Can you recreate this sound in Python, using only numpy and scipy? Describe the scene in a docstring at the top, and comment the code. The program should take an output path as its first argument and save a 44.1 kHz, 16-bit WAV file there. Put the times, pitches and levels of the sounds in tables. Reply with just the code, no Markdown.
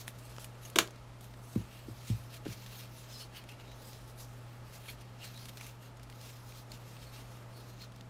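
"""A quiet room: hands turn a small plastic fan and its cable over a cloth-covered table, close to the microphone.
Skin slides and squeaks on the shell as noise driving its resonances; parts tick as snaps and short puffs of noise
through a narrow resonance, a broader one and a bright crack. The fan and wrists bump the table top in falling
sweeps that ring it; a tossed scrap bounces twice further off, a burst of coloured noise over a ringing thud.
Behind it all an appliance hums and rumbles as wavering tones and narrow noise bands, under the hiss of the air."""
import sys
import numpy as np
from scipy import signal
from scipy.fft import rfft, irfft
from scipy.io import wavfile
from scipy.ndimage import uniform_filter1d

SR = 44100
rng = np.random.default_rng(int(sys.argv[2]) if len(sys.argv) > 2 else 0)


def decibels_to_gain(level_db):
    """Convert a level in decibels to a linear amplitude gain (20 dB per decade)."""
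    exponent = np.asarray(level_db, float) / 20
    return 10 ** exponent


def dump(signal):
    """Clip the signal to [-1, 1] and save it as 16-bit WAV at the path in sys.argv[1]."""
    limited = np.clip(np.atleast_2d(signal).T, -1, 1)
    pcm = np.round(limited * 32767).astype(np.int16)
    wavfile.write(sys.argv[1], SR, pcm)


N = 356769  # length [samples]


def evened(x):
    """Scales to rms 1."""
    return x / np.sqrt(np.mean(x ** 2) + 1e-20)


def read(points, hz):
    """Reads a spectrum on a log-frequency axis."""
    f, value = np.transpose(points)
    return np.interp(np.log(hz + 1), np.log(f + 1), value)


def add(mix, s, sound):
    """Mixes a sound in at time s."""
    part = mix[round(s * SR):][:len(sound)]
    part += sound[:len(part)]


def resonate(x, hz, width):
    """Shifts hz down to zero, smooths with a one-pole, and shifts back: a resonance of gain 1."""
    turn = np.exp(2j * np.pi * np.cumsum(hz * np.ones(len(x))) / SR)
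    r = np.exp(-np.pi * width / SR)
    return 2 * (turn * signal.lfilter([1 - r], [1, -r], x / turn)).real


def resonate_twice(x, hz, width, second_width):
    """Two resonances in a row at one pitch, for steeper skirts."""
    return resonate(resonate(x, hz, width), hz, second_width)


def coloured(x, points):
    """Filters by a spectrum, to rms 1."""
    gain = decibels_to_gain(read(points, np.fft.rfftfreq(len(x), 1 / SR)))
    return evened(irfft(rfft(x) * gain, len(x)))


def ringing(modes, t):
    """Sum of dying modes, peak 1."""
    ring = sum(decibels_to_gain(db - 60 * t / t60) * np.sin(2 * np.pi * hz * t) for hz, db, t60 in modes)
    return ring / abs(ring).max()


def wander(hz):
    """Slow chance movement up to hz, rms 1: twelve sines of random phase, the slow ones strongest."""
    t = np.arange(N) / SR
    rates = np.geomspace(hz / 20, hz, num=12)
    return evened(sum(np.sin(2 * np.pi * (f * t + rng.random())) / np.sqrt(f) for f in rates))


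def sliding():
    """Tiny slips of skin hiss by themselves and ring the parts of the shell."""
    # colour of skin on plastic: (frequency [Hz], relative level [dB per Hz])
    skin_colour = [(1000, -10), (2000, -17), (4000, -8), (6500, -6), (9000, -7), (13500, -8),
                   (15500, -10.5), (16500, -38)]
    # resonances of the fan's parts: (frequency [Hz], width of the first pass [Hz], relative level [dB])
    handle = [(1750, 710, -4.5), (2400, 930, 3), (2750, 420, -1.5), (3160, 340, -3)]
    rim = [(3690, 1500, 2.5), (4350, 820, -6.5)]
    grille = [(5000, 690, 3), (5500, 590, -5), (6120, 1660, 1)]
    hiss, *ring_gains = strokes()
    # on average 1500 slips a second, of uneven size
    slips = decibels_to_gain(1.4 * np.minimum(rng.exponential(1, N), 5)) * (rng.random(N) < 1500 / SR)
    # the pressure of the grip flutters by 1.67 dB rms
    grip = decibels_to_gain(1.67 * evened(uniform_filter1d(rng.standard_normal(N), size=600)))
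    drive = grip * (0.25 * evened(slips * rng.standard_normal(N)) + rng.standard_normal(N))
    rings = sum(gain * body(drive, part) for gain, part in zip(ring_gains, (handle, rim, grille)))
    sung, singing = squeaks()
    lock_db = -6  # a rub that sings on one mode feeds the others less
    skin = hiss * patchy(coloured(drive, skin_colour), db=2.5)
    return sung + decibels_to_gain(lock_db * singing) * rings + skin


def strokes():
    """Each stroke swells and fades; returns the gain of the hiss and of each part of the shell."""
    # strokes of the fingers: (middle [s], length [s], hiss of skin [dB], ring of the shell, shared out
    # among its parts [dB], pitch of the touched spot [Hz])
    finger_strokes = [(0.0, 0.061, -54, -60, 3770), (0.086, 0.031, -53, -60, 2930),
                      (0.192, 0.014, -62, -75, 3240), (0.328, 0.279, -61, -64.0, 3000),
                      (0.424, 0.057, -53.0, -63, 3050), (0.663, 0.066, -56, -67, 3540),
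                      (0.79, 0.57, -76, -66.5, 3110), (1.238, 0.034, -58, -64, 4340),
                      (1.286, 0.19, -72.0, -74, 3650), (1.52, 0.23, -61.5, -82, 3560),
                      (1.603, 0.12, -69, -63.5, 3190), (1.758, 0.19, -64.5, -61, 2600),
                      (2.085, 0.31, -58, -60.5, 3450), (2.091, 0.047, -52.5, -56.5, 3680),
                      (2.342, 0.049, -55, -54, 3130), (2.522, 0.09, -55, -55.0, 3340),
                      (2.65, 0.13, -58, -59.0, 3130), (2.717, 0.086, -59, -64, 3040),
                      (2.787, 0.11, -54.5, -53.5, 3450), (3, 0.15, -58.5, -61, 3680),
                      (3.141, 0.097, -56.5, -53.5, 4400), (3.209, 0.053, -53.5, -50, 3890),
                      (3.37, 0.049, -55.5, -47.5, 2700), (3.511, 0.047, -63.0, -54.5, 2650),
                      (3.612, 0.05, -69, -59, 2770), (3.693, 0.099, -71.0, -61, 3670),
                      (3.895, 0.21, -58.5, -60.5, 4440), (4.093, 0.045, -61.5, -66, 4670),
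                      (4.212, 0.055, -51.5, -64, 4470), (4.329, 0.16, -66, -74, 3180),
                      (4.498, 0.12, -70, -70.0, 2760), (4.57, 0.045, -71, -92.0, 3000),
                      (4.76, 0.13, -59, -64, 3320), (4.895, 0.053, -51, -55, 2700),
                      (4.901, 0.71, -74, -67, 2750), (5.014, 0.016, -58.5, -59, 3730),
                      (5.25, 0.056, -52.5, -45, 3280), (5.413, 0.17, -57.5, -58, 3570),
                      (5.492, 0.013, -54, -53, 3370), (5.564, 0.029, -61, -70, 3530),
                      (5.646, 0.1, -55.5, -57.5, 3090), (5.848, 0.062, -60, -60.5, 2730),
                      (6.026, 0.113, -84, -73, 2940), (6.123, 0.095, -76, -67.5, 2770),
                      (6.278, 0.18, -56.5, -60, 3970), (6.498, 0.093, -58, -65, 4350),
                      (6.583, 0.063, -56.5, -64, 3990), (6.741, 0.057, -59.5, -60.0, 3570),
                      (6.903, 0.21, -63, -63.5, 3450), (7.037, 0.11, -62.5, -58, 3640),
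                      (7.182, 0.094, -58.0, -57, 3220), (7.34, 0.19, -65, -65.5, 3230),
                      (7.585, 0.081, -64.0, -61, 3990), (7.702, 0.117, -63.5, -63, 3760),
                      (7.825, 0.047, -61.0, -51.5, 4020), (7.975, 0.069, -77, -67.0, 3470)]
    # own pitch of handle, rim and grille: (frequency [Hz])
    part_hz = [2600, 4000, 5900]
    reach_octaves = 0.63  # how far a touch spreads to the next part
    edge_db, shape = -6.5, 1.37  # level at both ends of the length; shape 1 = pointed swell, 2 = round
    rest_hiss_db = -88  # hands merely holding
    t = np.arange(0, N + 64, 64) / SR
    s, length, hiss_db, ring_db, hz = np.transpose(finger_strokes)[:, :, None]
    swell_db = edge_db * abs(2 * (t - s) / length) ** shape
    near = np.exp(-(np.log2(hz / part_hz) / reach_octaves) ** 2)
    share = near / near.sum(axis=1, keepdims=True)
    # overlapping strokes add as powers
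    rings = share.T @ decibels_to_gain(2 * (ring_db + swell_db))
    hiss = decibels_to_gain(2 * (hiss_db + swell_db)).sum(axis=0) + decibels_to_gain(2 * rest_hiss_db)
    return [np.interp(np.arange(N) / SR, t, np.sqrt(power)) for power in (hiss, *rings)]


def body(drive, modes):
    """Broad modes that share the energy differently as the contact moves over the part."""
    shift_db = 2.5  # how far the modes trade places, rms
    shares = [decibels_to_gain(db + shift_db * wander(hz=29.93)) for hz, width, db in modes]
    rings = [evened(resonate_twice(drive, hz, width, 1.56 * width)) for hz, width, db in modes]
    return sum(share * ring for share, ring in zip(shares, rings)) / np.linalg.norm(shares, axis=0)


def squeaks():
    """Rough noise through one narrow mode, swelling and fading with the rub; also returns when it sings."""
    # harder rubs that make one mode of the shell sing: (start [s], length [s], frequency [Hz], level [dB])
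    rubs = [(0.64, 0.028, 2900, -62), (.645, 0.023, 6440, -54), (2.762, 0.029, 6460, -62),
            (3.13, 0.05, 4100, -56), (3.119, 0.076, 5100, -57), (3.186, 0.079, 3020, -57),
            (3.187, 0.073, 4380, -55), (3.183, .06, 5270, -55), (3.331, 0.079, 3000, -55.5),
            (3.338, 0.083, 2520, -63), (3.491, 0.033, 2620, -58), (3.659, 0.092, 3850, -63),
            (3.805, 0.15, 4900, -66), (4.882, 0.025, 2310, -48.5), (4.88, 0.031, 3420, -54),
            (4.886, 0.025, 4350, -55), (5.205, 0.041, 2830, -54), (5.232, 0.066, 4060, -59),
            (5.348, 0.042, 3900, -57), (7.02, 0.11, 4350, -66), (7.162, 0.033, 2750, -63),
            (7.53, 0.091, 4380, -64.5), (7.64, 0.12, 4220, -69), (7.798, 0.055, 4170, -54.5)]
    width_hz = 270
    out, singing = np.zeros((2, N))
    for (s, length, hz, db), noise in zip(rubs, rng.standard_normal((len(rubs), 8000))):
        sung = evened(resonate_twice(noise, hz, width_hz, 2 * width_hz))[1000:]  # past the build-up
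        swell = signal.windows.tukey(round(length * SR), .6)
        add(out, s, decibels_to_gain(db) * swell * sung[:len(swell)])
        add(singing, s, swell)
    return out, np.minimum(singing, 1)


def patchy(x, db):
    """Colour that drifts in patches, db deep (rms), as the touching skin changes."""
    z = signal.stft(x, nperseg=256)[2]
    across_pitch = uniform_filter1d(rng.standard_normal(z.shape), size=8, axis=0)
    field = uniform_filter1d(across_pitch, size=24, axis=1)
    return evened(signal.istft(z * decibels_to_gain(db * evened(field)), nperseg=256)[1][:len(x)])


def ticks():
    """Each tick is a snap and a short puff of noise through a narrow resonance, a broader one and a bright crack."""
    # plastic ticks, peaks ahead of the common gain below: (time [s], ring peak [dB], pitch [Hz],
    # t60 of the puff ahead of its limits below [s], bright crack peak [dB])
    plastic_ticks = [(0.0796, -26.5, 1920, 0.0081, -29), (0.185, -64, 2970, 0.057, -51),
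                     (0.3643, -43, 2400, 0.011, -70), (0.383, -35.5, 890, 0.0067, -62),
                     (0.3967, -50, 6200, 0.01, -54), (0.4439, -45, 2800, 0.023, -36),
                     (0.6512, -43.5, 2780, 0.069, -53), (0.6992, -53, 2170, 0.023, -44),
                     (0.875, -39, 4760, 0.0074, -55), (0.884, -44.5, 990, 0.011, -74),
                     (0.9064, -49.5, 5960, 0.03, -64), (0.9585, -51, 4000, 0.032, -72),
                     (1.2084, -55, 3420, 0.039, -50), (1.2424, -59, 3270, 0.014, -47),
                     (1.3384, -49, 1740, 0.029, -74), (1.555, -45, 1000, 0.05, -56),
                     (2.078, -50, 6520, 0.016, -57), (2.0995, -43, 3100, 0.044, -51),
                     (2.4521, -45, 2920, 0.045, -70), (2.457, -52, 900, .03, -70),
                     (2.4615, -41.5, 1550, 0.055, -59), (2.479, -46, 2820, 0.0077, -70),
                     (2.6616, -42, 3420, 0.021, -55), (3.4384, -49, 2240, 0.023, -57),
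                     (3.4893, -44, 2940, 0.042, -51), (3.599, -48, 2000, 0.008, -64),
                     (3.715, -50, 2450, 0.043, -75), (3.931, -45.5, 4240, 0.016, -63),
                     (4.8825, -42, 3220, 0.042, -65), (4.8995, -45, 3200, 0.016, -52),
                     (5.2124, -56, 2820, 0.034, -70), (5.3435, -47, 2420, 0.035, -59),
                     (5.3752, -44, 4030, 0.021, -52), (5.455, -44, 4030, 0.032, -48),
                     (5.4862, -47, 3800, 0.023, -48), (5.4927, -48, 3810, 0.02, -46),
                     (5.5711, -38.5, 4370, 0.026, -48), (5.5792, -46, 2420, 0.03, -51),
                     (5.5975, -47, 2020, 0.023, -74), (5.6102, -39.5, 2270, 0.03, -46),
                     (5.666, -46, 2000, 0.023, -43), (5.9696, -56, 6500, 0.044, -63),
                     (5.996, -50, 2130, 0.019, -67), (6.0304, -53, 5320, 0.05, -54),
                     (6.0988, -45, 2280, 0.021, -51), (6.1257, -46, 2220, 0.011, -68),
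                     (6.212, -46, 4440, 0.019, -59), (6.2601, -48, 4730, 0.05, -60),
                     (6.5223, -45, 2460, 0.015, -70), (6.7175, -38.5, 4340, 0.024, -47),
                     (6.9665, -49.5, 2700, 0.035, -70), (7.8158, -46, 4130, 0.06, -70),
                     (7.9197, -54, 3080, 0.027, -59), (7.9607, -53, 5400, 0.022, -58),
                     (8.0093, -41.5, 3680, 0.016, -62)]
    snap = 1.5  # size of the first sharp contact against the puff that follows
    out, t = np.zeros(N), np.arange(2500) / SR
    noises = rng.standard_normal((len(plastic_ticks), len(t)))
    for (s, db, hz, t60, crack_db), noise in zip(plastic_ticks, noises):
        puff = noise * decibels_to_gain(-60 * t / np.clip(t60, .002, .06)) * (1 - np.exp(-t / .0004))
        puff = puff + snap * (abs(t - .0004) < .5 / SR)
        wide_hz = np.sqrt(hz * 3400)  # the shell around the spot answers broadly
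        spot = resonate_twice(puff, hz, 430, 1500)
        shell = resonate_twice(puff, wide_hz, 1.8 * wide_hz, 1.8 * wide_hz)
        ring = spot + 0.32 * shell
        crack = resonate_twice(puff, 8200, 9400, 9400)
        parts = [(db, ring), (crack_db, crack)]
        add(out, s, sum(decibels_to_gain(level_db) * part / abs(part).max() for level_db, part in parts))
    return 1.25 * out


def bumps():
    """Bending waves in the board carry treble fastest, so each bump falls in pitch; then the table rings."""
    # bumps on the table: (time [s], peak of the falling sweep [dB], first pitch [Hz],
    # time constant of the sweep [s], table ring against the sweep [dB])
    blows = [(1.56, -20.5, 408, 0.0038, -5), (1.884, -36, 410, 0.0026, -8), (1.9, -50, 140, 0.0072, 6),
             (2.1012, -25.5, 279, 0.0048, 2), (2.458, -32.5, 440, 0.00078, -19),
             (2.465, -29, 437, 0.0017, -14.5), (2.483, -36, 254, 0.0071, -2)]
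    # modes of the table: (frequency [Hz], relative level [dB], t60 [s])
    table_modes = [(105, 19, 0.15), (133, -2.5, 0.19), (166, -10, 0.081), (198, -8, 0.1), (250, 5.5, 0.1),
                   (303, -27, 0.092), (386, 4.5, 0.11), (503, 7, 0.11), (660, -14, .07), (800, -9, .06)]
    board_hz = 97  # where the falling pitch settles
    # fall time of the pitch for a hard blow of hard_db; softer blows fall slower (dB per dB)
    fall_s, hard_db, slowing = 0.0069, -20, 0.42
    # the legs rock slowly, building up after the blow; their level is against the ring
    sway_hz, sway_s, sway_db = 60, 0.019, -16
    out, t = np.zeros(N), np.arange(20000) / SR
    sway = np.e * t / sway_s * np.exp(-t / sway_s) * np.sin(2 * np.pi * sway_hz * t)
    for s, db, hz, length, ring_db in blows:
        fall = fall_s * decibels_to_gain(slowing * (hard_db - db))
        turns = board_hz * t + (hz - board_hz) * t / (1 + t / fall)
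        sweep = np.sin(2 * np.pi * turns) * t * np.exp(-t / length)
        ring = signal.oaconvolve(sweep, ringing(table_modes, t))[:len(t)]
        sound = sweep / abs(sweep).max()
        sound = sound + decibels_to_gain(ring_db) * ring / abs(ring).max()
        sound = sound + decibels_to_gain(ring_db + sway_db) * sway
        add(out, s, decibels_to_gain(db) * sound)
    return out


def scrap():
    """A dry crack of uneven contacts, a short rattle as it settles, and the thud of the surface."""
    # the scrap lands flat, then on its edge: (time [s], level of the whole bounce [dB],
    # treble tilt above 3500 Hz [dB an octave], t60 of the crack [s], thud within the bounce [dB])
    bounces = [(0.758, -11.5, 1, 0.027, 0.5), (0.7862, -2, 0, 0.026, -11)]
    # colour of the scrap: (frequency [Hz], relative level [dB per Hz])
    scrap_colour = [(400, -29), (750, -11.5), (1000, -5), (1280, 1.5), (1600, -5.5), (2500, -6),
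                    (3300, -3.5), (4100, -4.5), (5300, -11.5), (6600, -6.5), (8000, -15.5), (11300, -18),
                    (16000, -23)]
    # modes of the surface it lands on: (frequency [Hz], relative level [dB], t60 [s])
    surface_modes = [(188, -13.5, 0.12), (237, -8.5, .1), (294, -13, 0.14), (345, 5, 0.059), (372, -2, .12),
                     (463, -7, 0.11), (603, -11, 0.14), (668, -10, 0.1)]
    rattle_db = -14  # the scrap settling, below its crack
    out, t = np.zeros(N), np.arange(12000) / SR
    for s, db, tilt_db, t60, thud_db in bounces:
        colour = [(hz, level_db + tilt_db * max(np.log2(hz / 3500), 0)) for hz, level_db in scrap_colour]
        # each contact lasts 20 samples
        uneven = decibels_to_gain(3.5 * np.minimum(rng.exponential(1, len(t) // 20), 2.5).repeat(20))
        crack = coloured(uneven * rng.standard_normal(len(t)), colour) * decibels_to_gain(-60 * t / t60)
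        rattle = coloured(rng.standard_normal(len(t)), colour) * decibels_to_gain(rattle_db - 60 * t / 0.09)
        dry_contact = 0.37 * (crack + rattle) * (1 - np.exp(-t / 0.00018))
        thud = ringing(surface_modes, t) * (1 - np.exp(-t / 0.0066))
        add(out, s, decibels_to_gain(db) * (dry_contact + decibels_to_gain(thud_db) * thud))
    return out


def background():
    """Air noise, fuzzy motor rumble, a slightly wavering hum and a fainter drone."""
    # colour of the room's air: (frequency [Hz], relative level [dB per Hz])
    air_colour = [(76, -16.5), (130, -9), (147, -34), (172, -13.5), (386, -17), (678, -15.5), (750, -21.5),
                  (829, -15.5), (1010, -21), (1290, -18.5), (1490, -24), (13300, -43.5), (16000, -62)]
    # fuzzy bands of the motor: (frequency [Hz], width of each of two passes [Hz], level [dB])
    rumble_bands = [(43, 17, -66.5), (52.6, 9.5, -62.5), (91, 14, -72), (156.4, 6, -71), (247.8, 37, -69.5)]
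    # a second motor tone that comes and goes: (time [s], level [dB])
    drone_levels = [(0, -69), (1.2, -69.5), (2.2, -82), (2.6, -62), (3.1, -70), (4.6, -81), (4.9, -69),
                    (5.4, -66), (6.4, -77), (7.3, -71.5), (8.09, -62.5)]
    air_db = -56.5
    hum_hz, hum_db, hum_waver_db = 119.9, -52, .9
    drone_hz = 193.3
    t = np.arange(N) / SR
    air = decibels_to_gain(air_db + 0.55 * wander(hz=5.2)) * coloured(rng.standard_normal(N), air_colour)
    noise = rng.standard_normal(N)
    rumble = sum(decibels_to_gain(db) * evened(resonate_twice(noise, hz, width, width)) for hz, width, db in rumble_bands)
    # sqrt(2) gives a sine rms 1; its phase wanders too
    hum_tone = np.sqrt(2) * np.sin(2 * np.pi * hum_hz * t + 0.25 * wander(hz=3))
    hum = decibels_to_gain(hum_db + hum_waver_db * wander(hz=8.5)) * hum_tone
    drone_tone = np.sqrt(2) * np.sin(2 * np.pi * drone_hz * t + 0.68 * wander(hz=5.8))
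    drone = decibels_to_gain(np.interp(t, *np.transpose(drone_levels))) * drone_tone
    return air + rumble + hum + drone


def room(x):
    """Echoes of the room: sparse taps of random sign, each band dying at its own speed."""
    # decay of the room: (frequency [Hz], t60 [s])
    decay = [(250, 0.28), (1000, 0.19), (4000, 0.16), (12000, 0.17)]
    taps = np.zeros(SR // 2)
    at = np.arange(200, len(taps) - 20, 20)  # one tap in every 20 samples
    taps[at + rng.integers(0, 20, len(at))] = rng.choice([-1., 1.], len(at))
    hz, t, z = signal.stft(taps, SR, nperseg=256)
    tail = signal.istft(z * decibels_to_gain(-60 * t / read(decay, hz)[:, None]), SR, nperseg=256)[1]
    return signal.oaconvolve(x, tail / np.linalg.norm(tail))[:N]


def scene():
    """Near handling, table bumps, the scrap further off with more echo, and the room behind."""
    near, far, knocks = sliding() + ticks(), scrap(), bumps()
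    wet = room(decibels_to_gain(-17.5) * near + decibels_to_gain(-10.5) * far + decibels_to_gain(-12.5) * knocks)
    return (near + far + knocks + wet + background())[None]


def band_limit(x):
    """A steep low-pass at the top of the band."""
    return signal.sosfilt(signal.butter(12, 16840, fs=SR, output="sos"), x)


def record(dry):
    """The microphone rolls off at the top, near 15.8 kHz."""
    rolloff = signal.firwin(numtaps=101, cutoff=15800, fs=SR)
    rolled = signal.oaconvolve(dry, rolloff[None], "same")
    return band_limit(rolled)


dry = scene()
out = record(dry)
dump(out)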